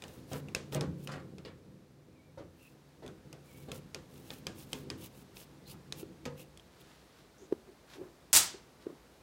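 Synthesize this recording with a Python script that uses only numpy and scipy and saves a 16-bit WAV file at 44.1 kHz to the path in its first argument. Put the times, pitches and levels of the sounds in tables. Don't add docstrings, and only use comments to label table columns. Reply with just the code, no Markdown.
import sys
import numpy as np
from scipy import signal
from scipy.io import wavfile
from scipy.ndimage import uniform_filter1d

SR = 44100
rng = np.random.default_rng(int(sys.argv[2]) if len(sys.argv) > 2 else 0)


def to_wav(sig):
    pcm = np.clip(np.atleast_2d(sig), -1, 1) * 32767
    pcm = np.round(pcm).astype(np.int16)
    wavfile.write(sys.argv[1], SR, pcm.T)


N = 406602
TIME = np.arange(N) / SR
RING = np.arange(SR) / SR

# start in seconds, relative strength in dB, main ring in Hz,
# main ring over the rest of the click in dB, treble tilt in dB.
CLICKS = [(0.0218, -31, 2770, -9, -3), (0.0386, -30, 2960, 1, 2), (0.081, -40.5, 3200, -7, 10),
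          (0.3319, -29.5, 5000, -11, 13), (0.4851, -35.5, 2660, 9, 6), (0.5486, -13, 2600, -5.5, 0),
          (0.7239, -31.5, 3130, -4, -5), (0.7469, -22.5, 3350, -9, 11.5), (0.8094, -22, 5200, -1, 0),
          (1.0735, -26.5, 2880, 1, 2), (1.3829, -39, 2490, -9, -3), (3.063, -38.5, 3480, -3, 4),
          (3.0782, -36, 3470, 2, 0), (3.328, -34, 2800, -6, 5), (3.717, -25, 3310, -3.5, 3),
          (3.946, -23.5, 4800, -2, 2), (4.304, -26, 3620, -10, -17), (4.468, -19.5, 3240, -5, 3.5),
          (4.7308, -18.5, 3150, -0.5, 6), (4.9015, -21.5, 4900, -2.5, -3), (5.3688, -33, 2600, -12, -6),
          (5.924, -20.5, 4000, 0, 1), (6.2538, -27.5, 2350, -8, -1), (6.574, -38.5, 3340, 0, 13),
          (6.5965, -40, 3250, 8, -3)]
# crest in seconds, length in seconds, relative level in dB.
STROKES = [(.14, 0.22, -66.5), (.36, 0.14, -54.5), (0.75, 0.054, -51), (1.042, 0.12, -64),
           (2.67, 0.21, -70), (3.593, 0.28, -64.5), (3.765, 0.092, -57.5), (4.175, 0.15, -64.5),
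           (4.338, 0.21, -60), (4.612, 0.11, -57.5), (4.777, 0.21, -61), (5.043, 0.11, -54),
           (5.19, .12, -63), (5.41, .11, -55), (5.715, 0.08, -54), (6.004, 0.083, -54), (6.414, 0.081, -58),
           (6.815, 0.034, -62.5)]
# frequency in Hz, t60 in seconds.
ROOM_DECAY = [(150, 0.45), (1000, 0.44), (3000, 0.39), (6000, 0.33), (11000, 0.21), (16000, 0.2)]


def amp(db):
    return 10 ** (np.asarray(db) / 20)


def evened(x):
    return x / np.sqrt(np.mean(x ** 2) + 1e-20)


def unit(x):
    return x / np.sqrt(np.sum(x ** 2) + 1e-20)


def read(points, hz):
    f, value = np.transpose(points)
    return np.interp(np.log(hz + 1), np.log(f + 1), value)


def level(rows):
    return amp(np.interp(TIME, *np.transpose(rows)))


def add(mix, s, sound):
    part = mix[max(round(s * SR), 0):][:len(sound)]
    part += sound[:len(part)]


def colour(x, spectrum, size=4096):
    hz = abs(np.fft.fftfreq(size, 1 / SR))
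    log_gain = np.log(amp(read(spectrum, hz)))
    taps = np.fft.ifft(np.exp(np.conj(signal.hilbert(log_gain)))).real
    return signal.oaconvolve(x, unit(taps[:size // 2]))[:len(x)]


def modes(table, t, stretch=1, spread_db=0):
    out = 0
    for hz, db, t60 in table:
        gain = amp(db + spread_db * rng.standard_normal())
        out = out + gain * 1000 ** (-t / t60) * np.sin(2 * np.pi * hz * stretch * t)
    return out


def tail(decay):
    hz, t, z = signal.stft(rng.standard_normal(SR), SR, nperseg=256)
    dying = z * amp(-60 * t / read(decay, hz)[:, None])
    return unit(signal.istft(dying, SR, nperseg=256)[1][:SR])


def grit(count, grain_db):
    size = amp(grain_db * np.minimum(rng.exponential(1, count // 16 + 1), 5))
    return evened(rng.standard_normal(count) * np.repeat(size, 16)[:count])


def drift(count, size):
    smooth = uniform_filter1d(rng.standard_normal(count), size)
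    return evened(uniform_filter1d(smooth, size))


def swells(rows, rise_share=0.62, fullness=0.7):
    out = np.zeros(N)
    for crest, length, db in rows:
        rise = rise_share * length
        ramp = np.interp(RING[:round(length * SR)], [0, rise, length], [0, 1, 0])
        add(out, crest - rise, amp(db) * ramp ** fullness)
    return out


def room(x, wet_db=-16):
    return x + amp(wet_db) * signal.fftconvolve(x, tail(ROOM_DECAY))[:N]


def room_noise():
    # frequency in Hz, relative level in dB.
    air_spectrum = [(25, -30.5), (53, 3.5), (76, -4.5), (137, -7), (326, -5), (373, -4.5), (531, -6),
                    (659, -8.5), (3080, -20), (3920, -19), (16000, -32)]
    # time in seconds, level in dB.
    air_db = [(0, -59.5), (2, -67.5), (3, -64), (4.5, -60.5), (6.5, -62.5), (9.2, -61)]
    return level(air_db) * evened(colour(rng.standard_normal(N), air_spectrum))


def cabinet(walls_db=-1, grind=0.28, rattle_grain_db=6, lean_ring=0.68, lean_db=-1):
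    # frequency in Hz, relative level in dB, t60 in seconds.
    cabinet_modes = [(88, -11, .7), (145, 1, .8), (173, -6, .6), (212, -11, .45), (260, -4, .55),
                     (320, -8, .3), (368, -6, .3), (420, -3, .2), (530, 0, .14), (630, -3, .11),
                     (755, -9, .15)]
    # frequency in Hz, relative level in dB.
    wall_spectrum = [(35, -32.5), (80, -9.5), (150, -3), (280, -3), (520, -1.5), (750, -13.5),
                     (1200, -24.5), (3000, -58)]
    console_spectrum = [(300, -42), (700, -2), (1200, 1.5), (1750, -2), (2400, -5.5), (5000, -9.5),
                        (8000, -16), (15000, -29)]
    # frequency in Hz, t60 in seconds.
    shell_decay = [(100, 1), (300, 0.47), (600, 0.28), (1500, 0.27), (5000, 0.115), (12000, 0.06)]
    # time in seconds, relative level in dB.
    lean = [(0, -49), (.55, -53.5), (.9, -44.5), (1.4, -51), (2, -59.5), (2.9, -61), (3.12, -54),
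            (3.4, -56.5), (4.8, -49.5), (5.3, -56.5), (6.1, -53.5), (7.1, -67)]
    # start in seconds, grinding decay in seconds,
    # cabinet boom in dB, plastic rattle over the boom in dB.
    shoves = [(0.316, 0.015, -40.5, -10), (.726, 0.01, -47, -5), (.753, 0.011, -35.5, -14),
              (.811, 0.018, -39, -12), (1.076, 0.031, -48, -2.5), (1.115, 0.039, -47.5, -2.5),
              (1.45, 0.018, -50.5, -4.5), (2.375, 0.02, -48, -13), (3.024, 0.028, -48, -14.5),
              (3.683, 0.028, -46, -14.5), (5.741, 0.0058, -51.5, -16), (6.256, 0.0039, -46.5, -4.5)]
    # frequency in Hz, level in dB, t60 in seconds.
    spring = [(249, -39, .25), (480, -39.5, 0.37), (522, -46, 0.61), (986, -49.5, 0.23), (1256, -48, 0.18)]
    knock_s, knock_rattle_db = 0.0027, -6
    knock_db, knock_follow = -36.5, 0.62
    loose_s, loose_db = 5.2, -10
    free_s = 6.26

    ring = unit(modes(cabinet_modes, RING))
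    walls = unit(colour(tail(shell_decay), wall_spectrum))
    murmur = signal.fftconvolve(grit(N, grain_db=7.0), lean_ring * ring + walls)[:N]
    hand = np.hypot(amp(lean_db) * level(lean), swells(STROKES))
    out = hand * evened(colour(murmur, [(280, 1), (800, -13)]))

    knocks = []
    for s, db, *_ in CLICKS:
        boom_db = knock_db + knock_follow * db + loose_db * (s > loose_s)
        knocks.append((s, knock_s, boom_db, knock_rattle_db))

    t = RING[:SR // 4]
    first = round(.06 * SR)
    for s, length, boom_db, rattle_db in list(shoves) + knocks:
        slips = unit(grit(len(t), rattle_grain_db) * np.exp(-t / length))
        push = (t == 0) + grind * np.sqrt(length / .001) * slips
        body = ring + amp(walls_db) * unit(colour(tail(shell_decay), wall_spectrum))
        boom = signal.fftconvolve(push, body)
        rattle = signal.fftconvolve(slips, colour(tail(shell_decay), console_spectrum))
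        add(out, s, amp(boom_db) * boom / np.std(boom[:first]))
        add(out, s, amp(boom_db + rattle_db) * rattle / np.std(rattle[:first]))
    add(out, free_s, modes(spring, RING))
    return out


def palm(hiss_db=1, rasp_db=-3.0, flutter_db=1.5):
    # frequency in Hz, relative level in dB.
    hiss_spectrum = [(1500, -43), (5000, -8), (8000, -4.5), (11000, -2.5), (15500, -3.5)]
    rasp_spectrum = [(300, -14), (900, 0), (1800, -10), (2700, 4.5), (4300, -1), (7000, -5), (10000, -20),
                     (16000, -43)]
    grip = swells(STROKES) * amp(flutter_db * drift(N, size=400))
    hiss = colour(grit(N, grain_db=3), hiss_spectrum)
    rasp = colour(grit(N, grain_db=3.5), rasp_spectrum)
    return grip * (amp(hiss_db) * hiss + amp(rasp_db) * rasp)


def bit(main_cycles=26, seat_s=.00038, snap_db=-2, snap_s=0.0017, close_s=0.00083, wet_db=-11, click_db=8):
    # frequency in Hz, relative level in dB, t60 in seconds.
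    steel = [(2600, -10, 0.024), (3720, 0.5, 0.0055), (5200, -1, 0.006), (6440, -2.5, 0.0052),
             (7870, -5.5, 0.004)]
    snap_spectrum = [(500, -4.5), (5000, 5.5), (10000, -2.5), (16000, -17)]
    answer_spectrum = [(700, -13), (2700, 2), (7000, 1.0), (9500, -6), (16000, -21)]
    out, t = np.zeros(N), RING[:SR // 2]
    for s, db, hz, ring_db, treble_db in CLICKS:
        burst = rng.standard_normal(len(t)) * np.exp(-t / snap_s)
        click = amp(snap_db) * unit(colour(burst, snap_spectrum))
        add(click, seat_s, unit(modes(steel, t, rng.uniform(0.94, 1.02), spread_db=2.5)))
        click = unit(colour(click, [(4000, 0), (8000, treble_db)]))
        main_ring = unit(modes([(hz, 0, main_cycles / hz)], t))
        add(click, seat_s, amp(ring_db) * main_ring)
        click = click * (1 - np.exp(-t / close_s))
        echoes = tail(ROOM_DECAY) * (1 + 2 * np.exp(-RING / 0.0023))
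        answer = unit(colour(echoes, answer_spectrum))
        add(out, s, amp(db + click_db) * unit(click))
        add(out, s + seat_s, amp(db + click_db + wet_db) * answer)
    return out


def squeaks(catch_db=2.5, wander_hz=55):
    # start in seconds, end in seconds, first frequency in Hz, last frequency in Hz,
    # width in Hz, level in dB.
    squeak_rows = [(2.087, 2.34, 2360, 2340, 110, -76), (2.583, 2.704, 2570, 2620, 220, -66),
                   (3.417, 3.68, 2360, 2275, 90, -72), (5.648, 5.73, 3960, 4750, 800, -61),
                   (6.352, 6.462, 2630, 2630, 450, -65.5), (7.365, 7.48, 5930, 6960, 1600, -68.5)]
    out = np.zeros(N)
    for start, end, from_hz, to_hz, width_hz, db in squeak_rows:
        t = RING[:round((end - start) * SR)]
        catches = grit(len(t), catch_db) + 1j * grit(len(t), catch_db)
        waver = signal.fftconvolve(catches, t * np.exp(-np.pi * width_hz * t))[:len(t)]
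        hz = np.linspace(from_hz, to_hz, len(t)) + wander_hz * drift(len(t), size=1500)
        rub = (waver * np.exp(2j * np.pi * np.cumsum(hz) / SR)).real
        add(out, start, amp(db) * evened(rub) * signal.windows.tukey(len(t), .5))
    return out


def bumps(bump_hz=373.6, creak_db=-46, creak_s=0.045, lead_s=.012, follow=0.18, skin_db=-21):
    # start in seconds, peak level in dB, rise time in seconds (longer is softer).
    bump_rows = [(6.028, -38, 0.0022), (7.415, -52, 0.0061), (7.523, -18, 0.0015), (7.675, -50, 0.006),
                 (7.961, -51, 0.0026), (7.988, -47, .003), (8.011, -39, 0.0024), (8.034, -43.5, .001),
                 (8.542, -41, 0.002), (8.866, -27, 0.0015), (8.901, -40, 0.0013)]
    skin_spectrum = [(1000, -1.5), (1500, -14.5), (8000, -37.5)]
    creak_spectrum = [(60, -19), (200, -9.5), (380, 1), (600, -17.5), (1200, -24.5), (4000, -46.5)]
    out, creak, t = np.zeros(N), np.zeros(N), RING[:SR // 4]
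    for s, db, rise_s in bump_rows:
        push = (t / rise_s) ** 2 * np.exp(-t / rise_s)
        tone = np.sin(2 * np.pi * bump_hz * t)
        skin = evened(colour(rng.standard_normal(len(t)), skin_spectrum))
        add(out, s, amp(db) * push / push.max() * (tone + amp(skin_db) * skin))
        away = np.maximum((TIME - s) / creak_s, (s - TIME) / lead_s)
        creak += amp(creak_db + follow * db) * np.exp(-away)
    return out + creak * colour(rng.standard_normal(N), creak_spectrum)


def clothes():
    # crest in seconds, length in seconds, level in dB.
    rustles = [(6.92, 0.44, -63.5), (7.19, 0.22, -65.5), (7.43, .1, -76), (7.945, 0.12, -55),
               (8.83, 0.064, -63)]
    # frequency in Hz, relative level in dB.
    cloth_spectrum = [(300, -2), (800, -3), (1500, 4), (2200, -2), (3500, -1), (5000, -4), (8000, -11.5),
                      (16000, -20)]
    return swells(rustles) * colour(grit(N, grain_db=2.0), cloth_spectrum)


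def dropped_screw(drop_db=7, direct_db=-8, tick_s=0.00048, near_t60=0.11, room_db=-3, ring_db=-11, echo_s=0.0035):
    # start in seconds, relative level in dB.
    bounces = [(8.3305, 3), (8.3515, 2.5), (8.358, -9), (8.3642, 3.5), (8.431, -19)]
    # frequency in Hz, relative level in dB.
    clatter_spectrum = [(120, -13.5), (300, -16.5), (1300, -10.5), (2200, -11), (4000, -6), (6000, -3.5),
                        (8300, -1), (11000, -7), (15500, -10.5)]
    # frequency in Hz, relative level in dB, t60 in seconds.
    top_modes = [(1260, -10, .42), (3887, -6, .3), (4542, -7, .3), (4862, -4, .3), (5728, -5, .28),
                 (7098, -3, .24), (7603, -1, .24), (8240, -1, .23), (8993, -1, .22), (10330, 0, .2)]
    out = np.zeros(N)
    for s, db in bounces:
        tick = unit(rng.standard_normal(SR) * np.exp(-RING / tick_s))
        corner = unit(rng.standard_normal(SR) * amp(-60 * RING / near_t60))
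        echoes = (corner + amp(room_db) * tail(ROOM_DECAY)) * (1 - np.exp(-RING / echo_s))
        clatter = colour(amp(direct_db) * tick + echoes, clatter_spectrum)
        ring = unit(modes(top_modes, RING, rng.normal(1, 0.0013), spread_db=1.5))
        add(out, s, amp(db) * (clatter + amp(ring_db) * ring))
    return amp(drop_db) * out


def scene():
    rubbing = room(palm() + squeaks())
    mix = room_noise() + cabinet() + rubbing + bit() + bumps() + clothes() + dropped_screw()
    return mix[None]


def record(dry):
    low_cut = signal.butter(6, 44, "high", fs=SR, output="sos")
    band_limit = signal.firwin(511, 15900, window=("kaiser", 9), fs=SR)
    return signal.oaconvolve(signal.sosfilt(low_cut, dry), band_limit[None], "same")


dry = scene()
out = record(dry)
to_wav(out)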